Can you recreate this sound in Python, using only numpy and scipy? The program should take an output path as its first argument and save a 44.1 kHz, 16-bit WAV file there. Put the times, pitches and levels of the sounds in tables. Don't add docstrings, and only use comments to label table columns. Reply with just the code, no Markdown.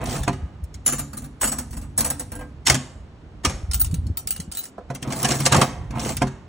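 import sys
import numpy as np
from scipy import signal
from scipy.fft import rfft, irfft, next_fast_len
from scipy.io import wavfile
from scipy.ndimage import map_coordinates

SR = 44100
rng = np.random.default_rng(int(sys.argv[2]) if len(sys.argv) > 2 else 0)


def store_pcm(level_fs):
    pcm = np.round(np.clip(level_fs, -1, 1) * 32767).astype(np.int16)
    wavfile.write(sys.argv[1], SR, np.atleast_2d(pcm).T)


N = 285768


# knock time in seconds, strength in dB, strength of the cabinet and case in dB.
SPINS = [(0.2777, -1, 0), (6.2176, -1, -0.5)]
# start in seconds, length in seconds, level of the teeth in dB, level of the case in dB.
STROKES = [(5.026, .405, -36, -38.5), (5.506, 0.11, -27.5, -26)]
# frequency in Hz, level in dB per Hz.
TICK = [(300, -28), (700, -11.5), (1200, -15), (1900, -12.5), (3000, -12.5), (5000, -6.5), (7000, -5),
        (9000, -1), (11000, -1), (13000, -5.5), (16000, -10)]
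TEETH_RISE_S = 0.14


def amp(db):
    return 10 ** (np.asarray(db) / 20)


def unit(x):
    return x / np.sqrt(np.mean(x ** 2) + 1e-20)


def along(points, hz):
    f, v = np.transpose(points)
    return np.interp(np.log(hz + 1), np.log(f + 1), v)


def gains(rows):
    s, *columns = np.transpose(rows)
    t = np.arange(N) / SR
    return np.array([np.interp(t, s, amp(db), left=0, right=0) for db in columns])


def wobble(rate):
    points = rng.standard_normal(int(N * rate / SR) + 4)
    return map_coordinates(points, [np.arange(N) * rate / SR])


def filtered(x, response):
    size = 2 * next_fast_len(N // 2 + SR // 4)
    hz = np.fft.rfftfreq(size, 1 / SR)
    return irfft(rfft(x, size) * response(hz), size)[..., :N]


def coloured(x, spectrum):
    size = 8192
    strength = unit(amp(along(spectrum, np.fft.rfftfreq(size, 1 / SR))))
    cepstrum = irfft(np.log(strength))
    cepstrum[1:size // 2] *= 2
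    cepstrum[size // 2 + 1:] = 0
    answer = irfft(np.exp(rfft(cepstrum)))
    return signal.oaconvolve(x, answer[None], axes=1)[:, :N]


def resonant(x, peaks):
    def response(f):
        total = 0
        for k, (centre, width, db) in enumerate(peaks):
            peak = 1j * f * width / (centre * centre - f * f + 1j * f * width)
            total = total + (-1) ** k * amp(db) * peak
        return total / np.sqrt(np.mean(np.abs(total) ** 2))
    return filtered(x, response)


def add(track, s, sound):
    start = max(round(s * SR), 0)
    part = track[..., start:][..., :sound.shape[-1]]
    part += sound[..., :part.shape[-1]]


def grit(rate, depth_db):
    return unit(rng.standard_normal((2, N)) * amp(depth_db * wobble(rate)))


def blows(times, dbs, t60, attack, tail_db, tail_t60, chatter_db, scrape_db=-60):
    strike, wash = np.zeros((2, N))
    t = np.arange(SR // 2) / SR
    approach = np.linspace(0, 1, SR // 70) ** 2
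    rise = (1 - np.exp(-t / attack)) ** 2
    decay = rise * np.exp(-2 * np.log(1000) * t / t60)
    tail = rise * np.exp(-2 * np.log(1000) * t / tail_t60)
    for s, power in zip(times, amp(dbs) ** 2):
        add(strike, s - len(approach) / SR, power * amp(scrape_db) ** 2 * approach)
        add(strike, s, power * decay)
        add(wash, s, power * tail)
    dull = signal.butter(3, 10000, fs=SR)
    wash_noise = signal.lfilter(*dull, np.sqrt(wash) * rng.standard_normal((2, N)))
    return np.sqrt(strike) * grit(500, chatter_db) + amp(tail_db) * wash_noise


def rings(times, dbs, modes, attack, scatter_db, detune=0, scramble=1):
    track = np.zeros((2, N))
    t = np.arange(SR // 3) / SR
    hz, level, t60 = np.transpose(modes)[:, :, None]
    decay = (amp(level - 60 * t / t60) * (1 - np.exp(-t / attack))).astype("float32")
    turning = (2 * np.pi * hz * t).astype("float32")
    for s, db in zip(times, dbs):
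        strength, shift = rng.standard_normal((2, len(modes), 1))
        phase = (2 * np.pi * scramble * rng.random((2, len(modes), 1))).astype("float32")
        stretch = (1 + detune * shift).astype("float32")
        waves = np.sin(turning * stretch + phase)
        level_now = amp(db + scatter_db * strength).astype("float32")
        add(track, s, np.sum(level_now * decay * waves, axis=1))
    return track


def fresh_resonances(x, times, band_hz, count, width_hz, scatter_db):
    size = 4096
    decay = np.exp(-np.pi * width_hz * np.arange(size) / SR)
    starts = np.sort(np.clip(np.round(np.asarray(times) * SR), 0, N))
    edges = np.concatenate([[0], starts, [N]]).astype(int)
    rung = np.zeros((2, N))
    for first, last in zip(edges[:-1], edges[1:]):
        hz = np.interp(np.arange(count) + rng.random(count), [0, count], band_hz)
        strength = rng.choice([-1, 1], count) * amp(scatter_db * rng.standard_normal(count))
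        lines = np.bincount(np.round(hz * size / SR).astype(int), strength)
        ring = decay * irfft(lines, size)
        ring = ring[None] / np.linalg.norm(ring)
        if last > first:
            add(rung, first / SR, signal.fftconvolve(x[:, first:last], ring, axes=1))
    return rung


def steel(x, times, spectrum, count, width_hz, scatter_db):
    rung = fresh_resonances(x, times, (900, 16000), count, width_hz, scatter_db)
    return coloured(amp(-3) * x + amp(-.5) * rung, spectrum)


def casing(shake, times):
    # frequency in Hz, width in Hz, level in dB.
    case_peaks = [(351, 44, 6), (521, 35, 12), (713, 37, 2), (827, 17, 11), (896, 25, -4), (1126, 110, 4.5),
                  (1219, 43, 4), (1622, 150, 0), (1612, 61, 5.5), (2080, 80, -7.5), (2610, 130, -5.5)]
    # frequency in Hz, level in dB per Hz.
    clack_spectrum = [(50, -42), (120, -6), (260, 12.5), (420, -7.5), (700, 6), (1200, 1.5), (2000, -3),
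                      (3200, -7.5), (5000, -24), (12000, -52.5)]
    panels = fresh_resonances(shake, times, (200, 3200), count=36, width_hz=32, scatter_db=3)
    direct = amp(-7.5) * coloured(shake, clack_spectrum)
    return direct + amp(-15.5) * coloured(panels, clack_spectrum) + amp(-7.0) * resonant(shake, case_peaks)


def outdoors():
    # time in seconds, rumble level in dB.
    rumble_levels = [(0.0, -36), (0.32, -36.5), (0.65, -44), (1.51, -51.5), (1.71, -40.5), (3.3, -46.5),
                     (3.68, -37.5), (4.08, -30), (4.15, -44.5), (4.42, -44), (4.64, -77), (4.9, -51.5),
                     (5.77, -34.5), (6.48, -43)]
    # frequency in Hz, level in dB per Hz.
    rumble_spectrum = [(20, -41.5), (32, -16), (48, 3), (70, 6), (110, -1), (160, -5), (260, -16.5),
                       (400, -38.5), (900, -56)]
    air_spectrum = [(60, -8), (150, 0), (280, 1.5), (450, -6), (900, -12.5), (1500, -17.5), (2500, -24.5),
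                    (5000, -31), (9000, -39.5), (12000, -58), (16000, -58)]
    low = gains(rumble_levels) * coloured(grit(9, depth_db=1.5), rumble_spectrum)
    air = coloured(rng.standard_normal((2, N)), air_spectrum)
    width = amp([[0], [6]])
    return amp(2.5) * low + amp(-50.0) * air * width


def bumps():
    # start in seconds, thud level in dB, thud pitch in Hz, knock level in dB.
    pushes = [(0.197, -19.5, 60.8, -30), (0.423, -20.5, 71.3, -37.5), (0.621, -21.5, 69.8, -55.5),
              (1.76, -25, 54.5, -40), (2.699, -20, 70, -36), (3.464, -16.5, 76, -35),
              (3.532, -23, 57.1, -59), (3.625, -21.5, 66.7, -56), (3.68, -21, 62.2, -57),
              (3.737, -21, 61, -67), (3.813, -17.5, 63.5, -63.5), (3.859, -18, 76.1, -61),
              (3.898, -21.5, 76.6, -56.5), (3.927, -19, 121, -20), (3.974, -15.5, 73.4, -42.5),
              (4.054, -20.5, 83.4, -41), (4.092, -13.5, 79.2, -31.5), (4.252, -35, 91, -42.5),
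              (4.391, -30.5, 76.6, -33), (4.475, -29, 71.3, -38), (5.573, -10, 123.7, -39)]
    swell_cycles = 1.25
    thud = np.zeros((2, N))
    t = np.arange(SR // 6) / SR
    for s, db, hz, _ in pushes:
        u = t * hz / swell_cycles
        add(thud, s, amp(db) * u ** 2 * np.exp(1 - u ** 2) * np.sin(2 * np.pi * hz * t))
    s, _, _, knock_db = np.transpose(pushes)
    knock = blows(s, knock_db + 8.5, 0.054, attack=0.0017, tail_db=-22.0, tail_t60=0.37, chatter_db=0.5)
    dull = [(60, -1.5), (170, 15.0), (300, 2.5), (520, -11.0), (900, -48), (2500, -62.5)]  # (Hz, dB per Hz)
    return thud + coloured(knock, dull)


def handle():
    # time in seconds, level in dB.
    slack_knocks = [(4.78, -28.5), (4.9005, -26)]
    # frequency in Hz, width in Hz, level in dB.
    slack_body = [(258, 32, 5), (387, 63, -3), (513, 51, 4.5), (701, 56, 0.5), (990, 170, -9.5),
                  (1590, 240, -15.5)]
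    # start in seconds, length in seconds, first pitch in Hz, last pitch in Hz, level in dB.
    groans = [(5.082, 0.11, 216, 307, -33), (5.384, 0.048, 310, 208, -26.5)]
    s, db = np.transpose(slack_knocks)
    knock = blows(s, db, 0.085, attack=0.001, tail_db=-14, tail_t60=0.35, chatter_db=1.5)
    sound = resonant(knock, slack_body)
    for start, length, first_hz, last_hz, groan_db in groans:
        u = np.clip((np.arange(N) / SR - start) / length, 0, 1)
        hz = (first_hz + (last_hz - first_hz) * u) * (1 + 0.0615 * wobble(120))
        sound += amp(groan_db) * np.sin(np.pi * u) * np.sin(2 * np.pi * np.cumsum(hz) / SR)
    return sound


def gear_runs():
    lead_s, length_s = .305, .215
    teeth_db, case_db = -37.5, -36
    run_ups = [(s - lead_s, length_s, teeth_db + db, case_db + body_db) for s, db, body_db in SPINS]
    return [*STROKES, *run_ups]


def meshing():
    teeth_per_s, slip = 115, .25
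    impact_t60 = .022
    grind_share = .42
    turns = np.floor(np.cumsum(teeth_per_s * np.exp(slip * wobble(60))) / SR)
    impacts = np.diff(turns, prepend=0) * amp(3 * rng.standard_normal(N))
    bursts = signal.lfilter([1], [1, -np.exp(-np.log(1000) / (impact_t60 * SR))], impacts)
    sliding = unit(amp(3 * wobble(300)))
    power = (1 - grind_share) * unit(bursts) ** 2 + grind_share * sliding ** 2
    return unit(np.sqrt(power) * rng.standard_normal((2, N)))


def gears():
    # frequency in Hz, level in dB per Hz.
    teeth_spectrum = [(500, -48), (1500, -10.5), (2700, -14), (4000, 2), (6000, 2), (8000, 10), (10500, 6),
                      (13000, -5), (16000, 7)]
    # frequency in Hz, width in Hz, level in dB.
    gear_body = [(134.7, 10.7, 11), (257, 60, 0.5), (384, 70, -6.5), (637, 87, -6), (842, 115, -11)]
    case_rise_s, run_down_t60 = .03, .2
    teeth_level, case_level = np.zeros((2, N))
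    for start, length, teeth_db, case_db in gear_runs():
        t = np.arange(N) / SR - start
        run_down = np.exp(-np.log(1000) * np.maximum(t - length, 0) / run_down_t60)
        teeth_level += amp(teeth_db) * np.clip(t / TEETH_RISE_S, 0, 1) ** 2 * run_down
        case_level += amp(case_db) * np.clip(t / case_rise_s, 0, 1) * run_down
    mesh = meshing()
    shake, rattle = case_level * mesh, teeth_level * mesh
    shifts = np.sort(rng.uniform(0, N / SR, round(22 * N / SR)))
    scrape = steel(rattle, shifts, teeth_spectrum, count=90, width_hz=45, scatter_db=6)
    shiver = amp(-2.0) * resonant(rattle, [(14700, 250, -3), (15500, 400, -15.0)])
    return scrape + shiver + amp(2) * casing(shake, shifts) + amp(5) * resonant(shake, gear_body)


def catches():
    # time in seconds, level in dB.
    latch_clicks = [(0.039, -22), (0.233, -25), (0.6385, -30), (0.741, -33), (4.9485, -21), (5.024, -27),
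                    (5.229, -9), (5.402, -11.5), (6.168, -15)]
    # frequency in Hz, level in dB per Hz.
    latch_spectrum = [(3000, -28.5), (8000, -6.5), (11000, 3.5), (13000, -6), (15000, 5.5), (16000, -6)]
    s, db = np.transpose(latch_clicks)
    click = blows(s, db - 4, 0.033, attack=0.0003, tail_db=-22.5, tail_t60=0.15, chatter_db=4.5)
    return coloured(click, latch_spectrum)


def coin():
    # time in seconds, tick level in dB, ring level in dB.
    coin_hits = [(3.713, -17, -46.5), (3.7336, -13.5, -39), (3.7428, -12, -19), (3.7973, -20.5, -14),
                 (3.8136, -17, -14), (3.845, -16.5, -30), (3.859, -31, -44), (3.9109, -28, -52),
                 (3.9415, -20.5, -39), (4.0669, -33.5, -66), (4.1711, -15.5, -21), (4.2729, -15, -26),
                 (4.3063, -13.5, -17), (4.362, -19.5, -45), (4.4, -19, -49), (4.425, -40, -54),
                 (4.515, -23, -35), (4.5211, -21, -42), (4.5495, -24, -36), (4.571, -18.5, -25),
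                 (4.5878, -26, -24), (4.638, -25.5, -36), (4.654, -26, -43)]
    # frequency in Hz, level in dB, t60 in seconds.
    coin_modes = [(8600, -19, 0.071), (9080, -17.5, 0.13), (14870, -4.5, 0.11), (14650, -11, 0.04),
                  (15400, -2, 0.066), (15700, -6, 0.04)]
    chute_modes = [(745, -18, 0.46), (1350, -6.5, 0.15), (2960, -6, 0.15), (3900, -2, 0.082),
                   (4660, -5, 0.088), (5200, 5, 0.035), (6540, -6, 0.043), (8500, 3, 0.024),
                   (8400, 10, 0.04)]
    # first second, last second, pitch in Hz, t60 in seconds,
    # ping in dB over the tick.
    chute_plates = [(4.289, 4.45, 2906, 0.27, -32), (4.56, 4.596, 3990, .13, -15)]
    # time in seconds, level in dB.
    coin_roll = [(4.52, -61), (4.56, -42), (4.6, -45), (4.655, -44), (4.7, -65)]
    rebound_db = -13.5
    rebounds = [(s + rng.uniform(0.012, 0.018), tick + rebound_db, ring + rebound_db)
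                for s, tick, ring in coin_hits]
    s, tick_db, ring_db = np.transpose([*coin_hits, *rebounds])
    ticks = blows(s, tick_db - 8, 0.037, attack=0.00034, tail_db=-12.5, tail_t60=0.19, chatter_db=0.5)
    ticks = steel(ticks, s, TICK, count=45, width_hz=170, scatter_db=5)
    chute = rings(s, tick_db - 25.5, chute_modes, attack=0.0012, scatter_db=3.0, detune=0.036)
    for first, last, hz, t60, db in chute_plates:
        on = (s > first) & (s < last)
        chute += rings(s[on], tick_db[on] + db, [(hz, 0, t60)], attack=0.0006, scatter_db=1.5, detune=0.0029)
    roll = gains(coin_roll) * coloured(grit(300, depth_db=3), TICK)
    ring = rings(s, ring_db + 4.5, coin_modes, attack=0.00044, scatter_db=0.5, detune=0.0019)
    flutter = unit(1 + .55 * np.tanh(wobble(250)))
    return ticks + roll + (chute + ring) * flutter


def reel_stops():
    # time in seconds, steel clash level in dB,
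    # case clack level in dB, lever ring level in dB.
    stops = [(0.8617, -9.5, -23, -8.5), (0.878, -12, -23, -15.5), (0.9223, -17.5, -23, -16.5),
             (0.933, -26, -48, -29), (0.9812, -19, -33.5, -35), (0.991, -21.5, -30, -23.5),
             (1.1302, -32, -36, -45), (1.17, -24, -38, -32), (1.22, -36, -41.5, -47),
             (1.2406, -31.5, -44, -47), (1.4115, -11.5, -23, -17.5), (1.429, -18.5, -22, -13.5),
             (1.44, -12.5, -20, -12.5), (1.474, -15.5, -24.5, -12.5), (1.518, -17.5, -26.5, -19.5),
             (1.528, -34, -34, -38), (1.584, -18.5, -28, -24), (1.708, -32.5, -60, -55),
             (1.7282, -29.5, -36.5, -36), (1.7671, -28, -39, -35.5), (1.8136, -35, -46, -43),
             (1.8306, -41, -44, -43), (1.9774, -9.5, -27.5, -8), (1.991, -17.5, -32, -19),
             (2.005, -13, -23, -25.5), (2.0446, -12, -25.5, -18.5), (2.064, -24, -28, -19.5),
             (2.101, -15, -27, -14.5), (2.195, -20, -31.5, -19.5), (2.318, -26.5, -33, -33.5),
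             (2.3527, -31, -38, -29.5), (2.39, -38, -34.5, -38.5), (2.4088, -39.5, -34.5, -38.5)]
    # frequency in Hz, level in dB, t60 in seconds.
    left_lever = [(2940, -17, .2), (3850, -17, .22), (4370, -19, 0.25), (6130, -2, .2), (7050, 1.5, 0.28),
                  (7250, -6.5, 0.27), (7270, -0.5, 0.23), (9650, 6, 0.084), (10690, 12, 0.083)]
    middle_lever = [(2190, -16, .14), (2930, -12, 0.13), (5480, -7, 0.11), (7040, -1.5, 0.19),
                    (7040, -9.5, 0.182), (7860, -1, .26), (8000, -1, .18), (8210, 4, 0.14),
                    (10850, 6, 0.12)]
    right_lever = [(4070, -25, 0.3), (5600, -17, .15), (6760, -2.5, 0.047), (7760, -2, 0.1),
                   (8000, 0.5, 0.1), (8200, -8.5, 0.22), (9674, 1, 0.06), (10030, 10, 0.066)]
    drum = [(138.8, -2, 0.53), (218.4, -2.5, 0.32), (249.3, -1, 0.34), (283.7, -5.5, 0.5)]
    right_rim = [(1598, -0.5, 0.23), (1970, -8.5, 0.13), (499, 5, .2), (720, -6, .16)]
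    stand = [(48.8, -4.5, 0.37), (66.3, -1, 0.2), (92, -3, .14), (134, -13, 0.23)]
    # frequency in Hz, width in Hz, level in dB.
    reel_shells = [(1180, 180, -7.5), (1100, 370, -8.5), (700, 260, -10)]
    # frequency in Hz, level in dB per Hz.
    stop_spectrum = [(500, -18.5), (1500, -10), (3000, -14.5), (4500, -9), (6000, -6.5), (8000, -5),
                     (10500, 1.5), (13000, 1.5), (16000, -0.5)]
    reel_locks_s = (.8, 1.35, 1.9)

    s, clash_db, clack_db, ring_db = np.transpose(stops)
    clash = blows(s, clash_db - 5, 0.095, attack=0.0008, tail_db=-15.5, tail_t60=0.45,
                  chatter_db=3.2, scrape_db=-24)
    sound = steel(clash, s, stop_spectrum, count=80, width_hz=45, scatter_db=4)
    shake = blows(s, clack_db + 0.5, 0.12, attack=0.0027, tail_db=-15.5, tail_t60=0.44, chatter_db=3.0)
    sound += amp(-1.5) * casing(shake, s)
    drum_db = -32 + 0.25 * clash_db
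    sound += rings(s, drum_db, drum, attack=0.011, scatter_db=4, detune=0.014)
    sound += rings(s, np.full(len(s), -34.5), stand, attack=0.0043, scatter_db=1.5, detune=.03)
    reel = np.searchsorted(reel_locks_s, s) - 1
    locking = np.searchsorted(reel_locks_s, np.arange(N) / SR) - 1
    right = s[reel == 2]
    sound += rings(right, np.full(len(right), -44), right_rim, attack=0.0029, scatter_db=2, detune=0.002)
    buzz = unit(amp(2 * wobble(350)))
    for k, modes in enumerate((left_lever, middle_lever, right_lever)):
        hit = reel == k
        ring = rings(s[hit], ring_db[hit] - 14, modes, attack=0.00032, scatter_db=1.5, detune=0.002)
        hz, width, db = reel_shells[k]
        sound += buzz * ring + amp(db) * resonant(shake * (locking == k), [(hz, width, 0)])
    return sound


def ratchet(knock, db):
    # steel clash, case clack, cabinet boom and hollow frame ring, each in dB.
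    first_tooth = (-20, -36, -25, -32.5)
    from_s, gap_s = -.2235, 0.018
    loss_db, scatter_db = 0.95, 2.5
    tooth = np.arange(8)
    strength = db - loss_db * tooth + scatter_db * rng.standard_normal(len(tooth))
    return [(knock + from_s + gap_s * k, *(np.array(first_tooth) + strength[k])) for k in tooth]


def lever_blows():
    # time in seconds, steel clash level in dB, case clack level in dB,
    # cabinet boom level in dB, hollow frame ring level in dB.
    single_blows = [(0.64, -47, -74, -66, -73), (0.7415, -35.5, -83.5, -59, -75),
                    (2.6654, -3, -32, -46.5, -47), (2.6796, -6.5, -21.5, -28.5, -34.5),
                    (2.6961, -4, -16.5, -22, -33), (2.7168, -12, -24.5, -19.5, -38.5),
                    (2.7433, -13, -24.5, -17.5, -44.5), (3.4481, -5.5, -17, -20, -31),
                    (3.496, -22.5, -31.5, -26, -34), (4.9011, -35, -38, -26.5, -28),
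                    (4.9495, -27.5, -37.5, -29.5, -61), (5.0243, -27.5, -37, -26, -46),
                    (5.0743, -39, -50, -19, -49), (5.1031, -24, -31.5, -42, -45),
                    (5.122, -19, -30, -32, -38), (5.2288, -18.5, -32, -39, -47), (5.245, -9, -16, -29, -41),
                    (5.2848, -12.5, -23, -23.5, -40), (5.3045, -12.5, -21, -28, -26),
                    (5.319, -15.5, -26.5, -33, -38), (5.337, -20, -28, -27, -33),
                    (5.4011, -17.5, -29, -18, -38), (5.4135, -23, -44, -21.5, -41),
                    (5.452, -15.5, -28, -35, -37), (5.4595, -4, -16.5, -21, -29),
                    (5.5202, -6, -12.5, -14.5, -37), (5.5444, -10, -12, -14, -29),
                    (5.5618, -9, -22.5, -7.5, -34), (5.6139, -8, -10, -12.5, -27),
                    (5.9064, -35, -38, -26, -36.5)]
    run_up = [(-.264, -36, -37, -23, -27.5), (-.246, -42, -37.5, -25, -26.5), (-.127, -20.5, -29, -33, -34),
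              (-.048, -20, -37, -32, -55), (0, -18, -18, -10, -10), (0.0515, -28.5, -33, -27, -39)]
    pawls_per_s = 22
    pawl_db, pawl_scatter_db = 10.5, 2
    slack_db = 6.5
    rows = list(single_blows)
    for s, db, body_db in SPINS:
        for lead, clash, clack, boom, frame in run_up:
            rows.append((s + lead, clash + db, clack + db, boom + body_db, frame + db))
        rows += ratchet(s, db)
    for start, length, teeth_db, case_db in STROKES:
        for place, size in rng.random((round(length * pawls_per_s), 2)):
            s = start + place * length
            engaged = min(place * length / TEETH_RISE_S, 1)
            db = pawl_db + pawl_scatter_db * (2 * size - 1) - slack_db * (1 - engaged)
            case = case_db + db
            rows.append((s, teeth_db + db, case - 6.5, case - 4.5, case - 17))
    return np.transpose(rows)


def levers():
    # frequency in Hz, level in dB per Hz.
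    clash_spectrum = [(500, -29.5), (1500, 0), (2700, -1), (4000, -1.5), (6000, 2.5), (8000, 0),
                      (10500, -2), (13000, -6), (16000, -13)]
    # frequency in Hz, level in dB, t60 in seconds.
    linkage = [(5150, -3, 0.17), (5570, -13, 0.17), (6099, -8.5, 0.17), (6600, -3, 0.088),
               (6700, -7, 0.085), (7450, -8, 0.12)]
    frame_modes = [(276, -9, .1), (380, -14.5, 0.32), (705.6, -3, 0.12), (908, -9, 0.095),
                   (1014, -10.5, 0.11), (1247, -23, 0.034), (1510, -9.5, 0.042), (2160, -9, 0.028),
                   (2495, -9.5, .04)]
    base_plate = [(955, -3.5, 0.1), (1054, -11, 0.071), (1150, -1.5, .1), (1234, 0.5, 0.091)]
    cabinet = [(134.8, -0.5, 0.22), (183.2, -11, 0.24), (222, -8, 0.2), (253.5, -12.5, 0.26),
               (277.3, -16.5, 0.2)]
    # time in seconds, level in dB.
    slams = [(3.4496, -22), (5.459, -27), (5.5212, -18.5), (5.5608, -23), (5.6155, -16.5)]
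    s, clash_db, clack_db, boom_db, frame_db = lever_blows()
    clash = blows(s, clash_db - 6.0, 0.052, attack=0.00067, tail_db=-21.5, tail_t60=0.44,
                  chatter_db=4.0, scrape_db=-20.5)
    clash = steel(clash, s, clash_spectrum, count=120, width_hz=50, scatter_db=3)
    shake = blows(s, clack_db + 5.0, 0.085, attack=0.0013, tail_db=-22.0, tail_t60=0.73,
                  chatter_db=1.5, scrape_db=-13.0)
    clack = casing(shake, s)
    ring = rings(s, clash_db - 32.0, linkage, attack=.001, scatter_db=3.0, detune=0.0033)
    frame = rings(s, frame_db - 2, frame_modes, attack=0.0006, scatter_db=1.5, detune=0.019)
    plate = rings(*np.transpose(slams), base_plate, attack=0.001, scatter_db=1.0, detune=0.0056)
    boom = rings(s, boom_db, cabinet, attack=0.0017, scatter_db=3.0, detune=0.0095, scramble=0.22)
    return clash + clack + ring + frame + plate + boom


def scene():
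    # frequency in Hz, gain of the side signal in dB.
    spread = [(100, -17), (300, -25.5), (700, -9), (1500, -11.5), (2700, -4.5), (4500, -8), (6600, -13.5),
              (9000, -15.5), (12500, -23.5), (16000, -14)]
    background = outdoors() + bumps()
    machine = handle() + gears() + catches() + coin() + reel_stops() + levers()
    mid, side = background + machine
    side = filtered(side, lambda hz: amp(along(spread, hz)))
    return np.array([mid + side, mid - side])


def record(dry):
    # frequency in Hz, radians by which the left port leads.
    port_phase = [(200, 0), (600, -.4), (1640, 0), (2500, -.3), (4400, 0), (5000, -3.3), (5300, -5.5),
                  (6600, -6.3), (8500, -7.4), (11100, -9.1), (12500, -9.42), (13700, -9.6), (16000, -10.2)]
    # frequency in Hz, left level minus right level in dB.
    port_balance = [(60, -1.5), (110, -2), (200, -0.5), (380, 0), (700, -4.5), (1290, -4.5), (2380, 2),
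                    (4400, 0), (8120, 0), (15000, 0)]
    top_hz = 16100

    def ports(hz):
        half = amp(along(port_balance, hz) / 2) * np.exp(1j * along(port_phase, hz) / 2)
        return np.array([half, 1 / half])
    heard = filtered(dry, ports)
    rounded = heard / (1 + (heard / .88) ** 6) ** (1 / 6)
    return filtered(rounded, lambda hz: 1 / np.sqrt(1 + (hz / top_hz) ** 160))


dry = scene()
out = record(dry)
store_pcm(out)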